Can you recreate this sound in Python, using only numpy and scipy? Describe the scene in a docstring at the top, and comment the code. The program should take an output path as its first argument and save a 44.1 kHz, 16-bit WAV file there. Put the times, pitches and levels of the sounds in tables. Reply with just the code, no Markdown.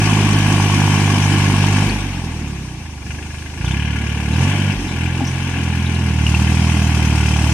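"""Tractor tilling a flooded field

A three-cylinder diesel drags a rotary tiller through flooded ground, some way from a small handheld microphone.
The driver lifts off, the engine sags to idle, then picks up in steps under load. Exhaust thuds, summed from
multiples of the firing rate, carry the pitch. Noise and clicks ring the metal and the exhaust stub; shaped
noise makes fan, spray and churned mud. A wet-ground echo combs the exhaust crack and the metal."""
import sys
import numpy as np
from scipy import signal
from scipy.io import wavfile
from scipy.ndimage import uniform_filter1d

SR = 44100
rng = np.random.default_rng(int(sys.argv[2]) if len(sys.argv) > 2 else 0)


def log_audio(samples):
    """Write samples as a 16-bit WAV file to the path given in sys.argv[1]."""
    # one column per channel
    frames = np.atleast_2d(samples).T
    # limit to full scale, then quantise
    limited = np.clip(frames, -1, 1)
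    pcm = np.round(limited * 32767).astype(np.int16)
    wavfile.write(sys.argv[1], SR, pcm)


N = 332073
TIME_S = np.arange(N) / SR
CRUISE_PER_S, IDLE_PER_S = 40, 29  # working speed, and the speed under which the engine idles (firings/s)


def gain_of(db):
    """Decibels to amplitude."""
    return 10 ** (np.asarray(db) / 20)


def evened(x):
    """Scales to rms 1."""
    return x / np.sqrt(np.mean(x ** 2) + 1e-20)


def curves(rows):
    """Every column of a table over time, sample by sample."""
    times_s, *columns = np.transpose(rows)
    return [np.interp(TIME_S, times_s, column) for column in columns]


def read(points, hz):
    """Columns of a spectrum at the given frequencies, interpolated over log frequency."""
    f, *columns = np.transpose(points)
    return np.array([np.interp(np.log(hz + 1), np.log(f + 1), column) for column in columns])


def ring(x, modes):
    """Resonances excited by a stereo drive; each filters twice, and alternating signs cut dark valleys."""
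    out = np.zeros((2, N))
    for k, (hz, width_hz, *side_db) in enumerate(modes):
        b, a = signal.iirpeak(hz, hz / width_hz, fs=SR)
        rung = signal.lfilter(b, a, signal.lfilter(b, a, x))
        out += (-1) ** k * gain_of(side_db)[:, None] * rung
    return out / np.sqrt(np.mean(out.mean(0) ** 2))


# Likeness of the two microphone channels in all noise: f/Hz, correlation/1
LIKENESS = [(330, 0.97), (560, 0.87), (900, 1), (1300, 0.65), (1650, 0.76), (2000, -0.13), (2600, 0.19),
            (3400, -0.25), (5200, -0.27), (9000, -0.053)]
# Flat noise spectrum: f/Hz, left level/dB, right level/dB
FLAT = [(300, 0, 0), (3000, 0, 0)]


def noise(shape, patchy_db):
    """Stereo noise from random short-time spectra with drifting patches."""
    frames, hz = N // 128 + 5, np.fft.rfftfreq(512, 1 / SR)
    a, b, c, d, patches = rng.standard_normal((frames, 257, 5)).T
    patches = uniform_filter1d(patches, size=7, axis=0)  # over frequency
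    patches = evened(uniform_filter1d(patches, size=10, axis=1))  # over time
    same = np.clip(read(LIKENESS, hz)[0], -1, 1)[:, None]
    left = a + 1j * b
    right = same * left + np.sqrt(1 - same ** 2) * (c + 1j * d)
    level_db = read(shape, hz)[:, :, None] + patchy_db * patches
    spectra = np.array([left, right]) * gain_of(level_db)
    return signal.istft(spectra, nperseg=512, noverlap=384)[1][:, :N]


# Engine speed: t/s, firing rate/(firings per s)
SPEED = [(0.0, 52.74), (0.42, 50.73), (1.68, 49.33), (1.96, 50.82), (2.28, 40.71), (3.05, 21.99),
         (3.1, 24.96), (3.55, 25.96), (3.81, 37.16), (4.29, 36.86), (4.49, 48.38), (4.72, 49.49),
         (4.95, 41.85), (5.4, 44.42), (5.72, 41.62), (6.0, 42.18), (6.24, 37.8), (6.64, 40.77),
         (7.2, 37.91), (7.53, 38.02)]


def firings():
    """Running count of firings, the clock of the engine, and seconds since the last one."""
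    rate = curves(SPEED)[0]
    turns = np.cumsum(rate) / SR + .13
    return turns, turns % 1 / rate


# Strength of each of the three cylinders: level/dB
CYLINDERS_DB = [-0.8, -0.23, -0.3]


def per_firing(turns, spread_db):
    """A random strength for each firing, on top of its cylinder's own."""
    count = turns.astype(int)
    random_db = spread_db * rng.standard_normal(600)[count]
    return gain_of(random_db + np.array(CYLINDERS_DB)[count % 3])


def fronts(turns, spread_db):
    """One click at each firing, of uneven strength."""
    return evened(np.diff(np.floor(turns), prepend=0) * per_firing(turns, spread_db))


def load():
    """Share of full fuel, 0 to 1, judged from the strength of the thud."""
    return np.clip((curves(THUD)[0] + 27) / 8, 0, 1)


def idling():
    """1 at idle speed, 0 above it."""
    return np.clip((IDLE_PER_S - curves(SPEED)[0]) / 2, 0, 1)


def burst(since, fall_s):
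    """Envelope after a firing: a dry tick off load, a slower swell under load."""
    rise_s = 0.0014 + 0.00064 * load()
    return np.exp(-since / fall_s) * (1 - np.exp(-since / rise_s))


# Spectrum of the mud rumble: f/Hz, left relative level/dB, right relative level/dB
CHURN = [(22, -32, -31), (40, -17, -16), (61, -3, -9), (125.6, -17, -22), (188, 3.5, 4), (250, 1, 3),
         (321.4, -6, -6), (413, -17, -10.5), (647, -21.5, -23.5), (800, -10.5, -8.5), (1300, -22, -24.5),
         (2170, -12, -19), (2350, -9, -18.5), (3730, -19.5, -24.5), (6500, -50, -48)]
# Gear whine: multiple of the firing rate/1, amplitude re rumble rms/dB
GEARS = [(11.3, -19), (12.55, -16)]
# Work of the tiller, before each layer's offset: t/s, metal clatter level/dB, jet and spray hiss level/dB
WORK = [(0, -26.5, -31.5), (1.2, -27, -32), (1.83, -27.5, -33), (2.07, -37, -42), (2.98, -50, -51),
        (3.08, -39, -46.5), (3.55, -40.5, -47), (3.7, -31, -39.5), (3.8, -30, -43), (4.3, -33, -40.5),
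        (4.43, -27.5, -35), (4.72, -28.5, -40.5), (4.79, -38, -41.5), (5.0, -29.5, -42), (5.25, -35, -41),
        (5.42, -31, -41), (6.19, -32, -40), (6.3, -31, -35.5), (7.38, -28.5, -34.5), (7.53, -29, -33.5)]


def churn(turns):
    """Blades in mud and body drone make a broad rumble; gear teeth whine faintly just after the pick-up."""
    meshing = np.exp(-((TIME_S - 4.25) / .52) ** 4)
    whine = sum(gain_of(db) * np.sin(2 * np.pi * k * turns) for k, db in GEARS)
    # the rumble grows with engine speed and with the spray
    level_db = -25.5 + 0.22 * (curves(SPEED)[0] - CRUISE_PER_S) + 0.57 * (curves(WORK)[1] + 37)
    return gain_of(level_db) * (evened(noise(CHURN, 1.5)) + meshing * whine)


# Spectrum of fan, jet and spray: f/Hz, left relative level/dB, right relative level/dB
HISS = [(3400, -22.5, -23), (4270, -18, -20.5), (5890, -12.5, -14.5), (7250, -20, -22), (8960, -18, -22.5),
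        (10620, -30.5, -24.5), (12800, -41, -35.5), (14200, -45, -32), (15100, -52, -41)]


def hiss(turns, since):
    """Fan, exhaust jet and flung water: treble noise that puffs with each firing, the harder the more load."""
    delayed = burst(np.maximum(since - .002, 0), .009)
    puff = (.3 + .9 * load()) * per_firing(turns, 2.5) * delayed
    spray = (1.02 + puff) * noise(HISS, 1.62)
    spray /= np.sqrt(uniform_filter1d((0.36 + puff) ** 2, size=9000))  # levels out slow swells, keeps the puffs
    return gain_of(curves(WORK)[1] + 0.98) * spray / np.sqrt(np.mean(spray.mean(0) ** 2))


# Linkage clanks and rattles, before onset and panning: t/s, level/dB, centre f/Hz, 60 dB decay/s
CLANKS = [(1.895, -31.5, 4570, 0.039), (3.66, -32.5, 3430, 0.072), (3.71, -31.5, 3400, 0.066),
          (4.33, -38, 3970, .08), (4.88, -44, 3920, 0.23), (5.205, -25.5, 800, 0.088),
          (5.215, -21.5, 260, .08), (5.25, -36.5, 5780, 0.065), (5.272, -34, 6100, 0.12),
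          (5.555, -24, 266, 0.15), (5.86, -37, 3770, 0.11), (5.95, -41, 4020, .07),
          (6.265, -23.5, 2800, 0.078), (6.346, -23.5, 2750, 0.051), (6.72, -28, 2810, 0.062),
          (6.9, -34, 2200, 0.12)]


def clanks():
    """Each clank is a cluster of eight close rings over a puff of noise, a little to the left."""
    out, t = np.zeros(N + SR), np.arange(8000) / SR
    draws = rng.random((len(CLANKS), 16))
    puffs = rng.standard_normal((len(CLANKS), 8000))
    for (start_s, db, hz, t60), draw, puff in zip(CLANKS, draws, puffs):
        rings = sum(np.sin(2 * np.pi * (hz * (.94 + 0.117 * f) * t + p)) for f, p in draw.reshape(8, 2))
        band = signal.butter(1, [hz / 1.15, hz * 0.91], "band", fs=SR)
        body = evened(signal.lfilter(*band, puff))
        envelope = gain_of(db - 60 * t / t60 + 0.5) * (1 - np.exp(-t / 0.0016))
        at = round(start_s * SR)
        out[at:at + len(t)] += envelope * (rings + body)
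    return out[:N] * gain_of([[1.5], [-1.5]])


# Block and bonnet resonances: f/Hz, width/Hz, left relative level/dB, right relative level/dB
PANELS = [(1426, 97, 3, -4.5), (1666, 254, 2.5, 2), (2072, 116, 4.5, -13), (2258, 166, 1.5, -11),
          (2430, 210, 5, -7), (2686, 193, 6.5, -4)]
# Tiller guards and links: f/Hz, width/Hz, left relative level/dB, right relative level/dB
GUARDS = [(2852, 67, 8, -21), (3060, 250, 8, -0.5), (3347, 96, 1, -3.5)]
# Uneven knock at idle, on the panels, one entry per cylinder: extra level/dB
PANEL_KNOCK_DB = [0, 2.2, -1.5]
# Uneven knock at idle, on the guards, one entry per cylinder: extra level/dB
GUARD_KNOCK_DB = [-1.5, 2.5, 0]


def shake(turns, since, modes, level_db, cylinder_db):
    """Diesel knock and loose ticks shake metal; between them it buzzes on, more so at speed."""
    rate = curves(SPEED)[0]
    uneven = gain_of(idling() * np.array(cylinder_db)[turns.astype(int) % 3])
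    knock = uneven * per_firing(turns, 1.6) * burst(since, .010)
    buzz = .12 * (rate / 45) ** 2
    force = (buzz + knock) / np.sqrt(uniform_filter1d((buzz + knock) ** 2, size=9000))
    tick_size = gain_of(2.0 * np.minimum(rng.exponential(1, N), 5))
    ticks = tick_size * (rng.random(N) < 250 / SR) * rng.choice([-1, 1], N)  # about 250 a second
    # the bare rap stands out at low speed and under load
    rap = (.45 * (35 / rate) ** 2 + .2 * load()) * uneven * fronts(turns, 1.5)
    drive = evened(force * noise(FLAT, 1.9)) + .33 * evened(ticks) + rap
    return gain_of(level_db) * ring(drive, modes)


# Loose cover: f/Hz, width/Hz, left relative level/dB, right relative level/dB
COVER = [(1680, 140, 0.5, -0.5)]


def tappet(turns):
    """Every third firing rings a loose cover, once the governor feeds fuel again at idle."""
    refuel_s, level_db = 3.05, -59
    fed = idling() * (TIME_S > refuel_s) * (turns.astype(int) % 3 == 0)
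    return gain_of(level_db) * ring(np.array([fed, fed]) * fronts(turns, 1.7), COVER)


# Exhaust stub: f/Hz, width/Hz, left relative level/dB, right relative level/dB
PIPE = [(694, 112, 5, 4.3), (1003, 310, -12, -0.5), (1130, 105, 3.5, 10.5)]
# Open mouth of the pipe: f/Hz, width/Hz, left relative level/dB, right relative level/dB
MOUTH = [(870, 520, 0, 1.4)]
# Firings with a changed crack, mostly harder, one softer: t/s, level change/dB
CHANGED_CRACKS = [(.48, -3), (.58, 3), (.601, 7.5), (.70, 6), (.739, 6), (.818, 7.5), (.877, 7.5),
                  (.896, 6), (1.079, 5.5), (1.5, 7), (1.642, 8), (3.645, 10), (6.341, 6), (7.361, 3.5)]


def crack(turns, since):
    """The steep front of each pulse snaps at the pipe mouth; the gas rushing after it rings the stub."""
    times_s, change_db = np.transpose(CHANGED_CRACKS)
    near = np.exp(-((TIME_S[:, None] - times_s) / .006) ** 2)
    snap = ring(fronts(turns + .03, 1.5) * gain_of(near @ change_db), MOUTH)
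    rush = (.24 + per_firing(turns, 2.5) * np.exp(-since / .004)) * noise(FLAT, 1.4)
    share = .78  # of the snap
    level_db = -34.5 + 1.09 * (curves(WORK)[1] + 36)  # follows the hiss
    return gain_of(level_db) * (ring(rush, PIPE) * np.sqrt(1 - share ** 2) - share * snap)


# Extra path off the wet ground: t/s, delay/ms
ECHO = [(0, 1.53), (2, 1.56), (6.1, 1.593), (6.4, 1.76), (7.53, 1.73)]


def ground(x, share=0.31):
    """A grazing echo of opposite sign combs the sound and loses its treble."""
    late = np.arange(N) - curves(ECHO)[0] * SR / 1000
    dull = signal.lfilter([.3], [1, -.7], x)
    # two samples earlier, to offset the lag of the dulling filter
    return x - share * np.array([np.interp(late + 2, np.arange(N), side) for side in dull])


# Exhaust pulse strength, set by pedal and load, before firing spread and panning: t/s, level/dB
THUD = [(0, -14), (1.82, -13.5), (1.87, -18), (1.91, -26), (1.96, -23.5), (2.47, -24), (2.75, -29),
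        (3.05, -30), (3.1, -25), (3.22, -28.5), (3.56, -29), (3.65, -17.5), (3.88, -19), (4.24, -20.5),
        (4.42, -12.5), (4.56, -17.5), (4.7, -15), (4.77, -29.5), (5.04, -17), (5.13, -19.5), (5.51, -21),
        (5.7, -17.5), (6.12, -16), (6.26, -13.5), (7.53, -14)]
# Hum at the firing rate, booming as the driver lifts off, before panning: t/s, level/dB
HUM = [(0, -30), (1.83, -32.5), (1.91, -23), (2.45, -40), (2.75, -56), (4.3, -50), (4.4, -39),
       (4.68, -49.5), (4.78, -23), (4.92, -39), (5.5, -41), (5.9, -53), (6.5, -41), (7.53, -46)]
# Make-up of the thud: multiple of the firing rate/1, relative level/dB
ORDERS_DB = [(2, -0.5), (3, -2.5), (4, -5), (5, -6.5), (6, -12), (7, -19.5), (8, -28), (9, -26), (10, -48)]
# Narrow muffler booms under load: f/Hz, width/Hz, boost/dB
BOOMS = [(132.2, 3.9, 5.5), (208.4, 14.5, 3.5)]


def exhaust(turns, cut_hz=65, damping=1.05):
    """Low orders of the exhaust pulse: a sharp dip, then a swing; the small microphone cuts the bass."""
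    thud_db, hum_db, rate = curves(THUD)[0], curves(HUM)[0], curves(SPEED)[0]
    faster = rate - CRUISE_PER_S
    dull_db = 0.4 + 0.13 * faster + load() - 0.5 * idling()  # fall per order: steeper at speed and under load
    third_db = 14 * idling() - 3 * (1 - load()) + .2 * faster  # swells at idle, sinks off the pedal
    order, order_db = np.array(ORDERS_DB).T[:, :, None]
    boom_db = load() * sum(db * np.exp(-((order * rate - hz) / width) ** 2) for hz, width, db in BOOMS)
    s = 1j * order * rate / cut_hz
    microphone = abs(s ** 2 / (1 + damping * s + s ** 2))
    parts = gain_of(order_db - dull_db * (order - 2) + third_db * (order == 3) + boom_db) * microphone
    parts /= np.sqrt((parts ** 2).sum(0) / 2)
    lead = .75 - .2 * order  # low orders run ahead, so the swing follows the dip
    lead = lead + .3 * (1 - load()) * (order - 3) ** 2  # weak pulses spread out in the muffler
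    thud = -(parts * np.cos(2 * np.pi * order * turns + lead)).sum(0)
    strength = uniform_filter1d(per_firing(turns + 0.25, 0.15), size=150)
    hum = np.sqrt(2) * gain_of(hum_db) * np.sin(2 * np.pi * turns)
    return (gain_of(thud_db) * strength * thud + hum) * gain_of([[-.8], [.7]])


def scene():
    """All parts of the tractor but the clanks share one train of firings."""
    turns, since = firings()
    clatter_db = curves(WORK)[0]
    rattle_db = -38.5 + 1.4 * (clatter_db + 30)  # guards follow the clatter
    panels = shake(turns, since, PANELS, clatter_db - 2.5, PANEL_KNOCK_DB)
    guards = shake(turns, since, GUARDS, rattle_db, GUARD_KNOCK_DB)
    background = churn(turns) + hiss(turns, since) + clanks()
    echoed = ground(panels + guards + tappet(turns) + crack(turns, since))
    return background + echoed + exhaust(turns)


def record(dry):
    """The band limit of the recorder, a steep low-pass."""
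    edge_hz = 15400
    low_pass = signal.firwin(511, edge_hz, window=("kaiser", 9), fs=SR)
    return signal.oaconvolve(dry, low_pass[None], "same")


dry = scene()
out = record(dry)
log_audio(out)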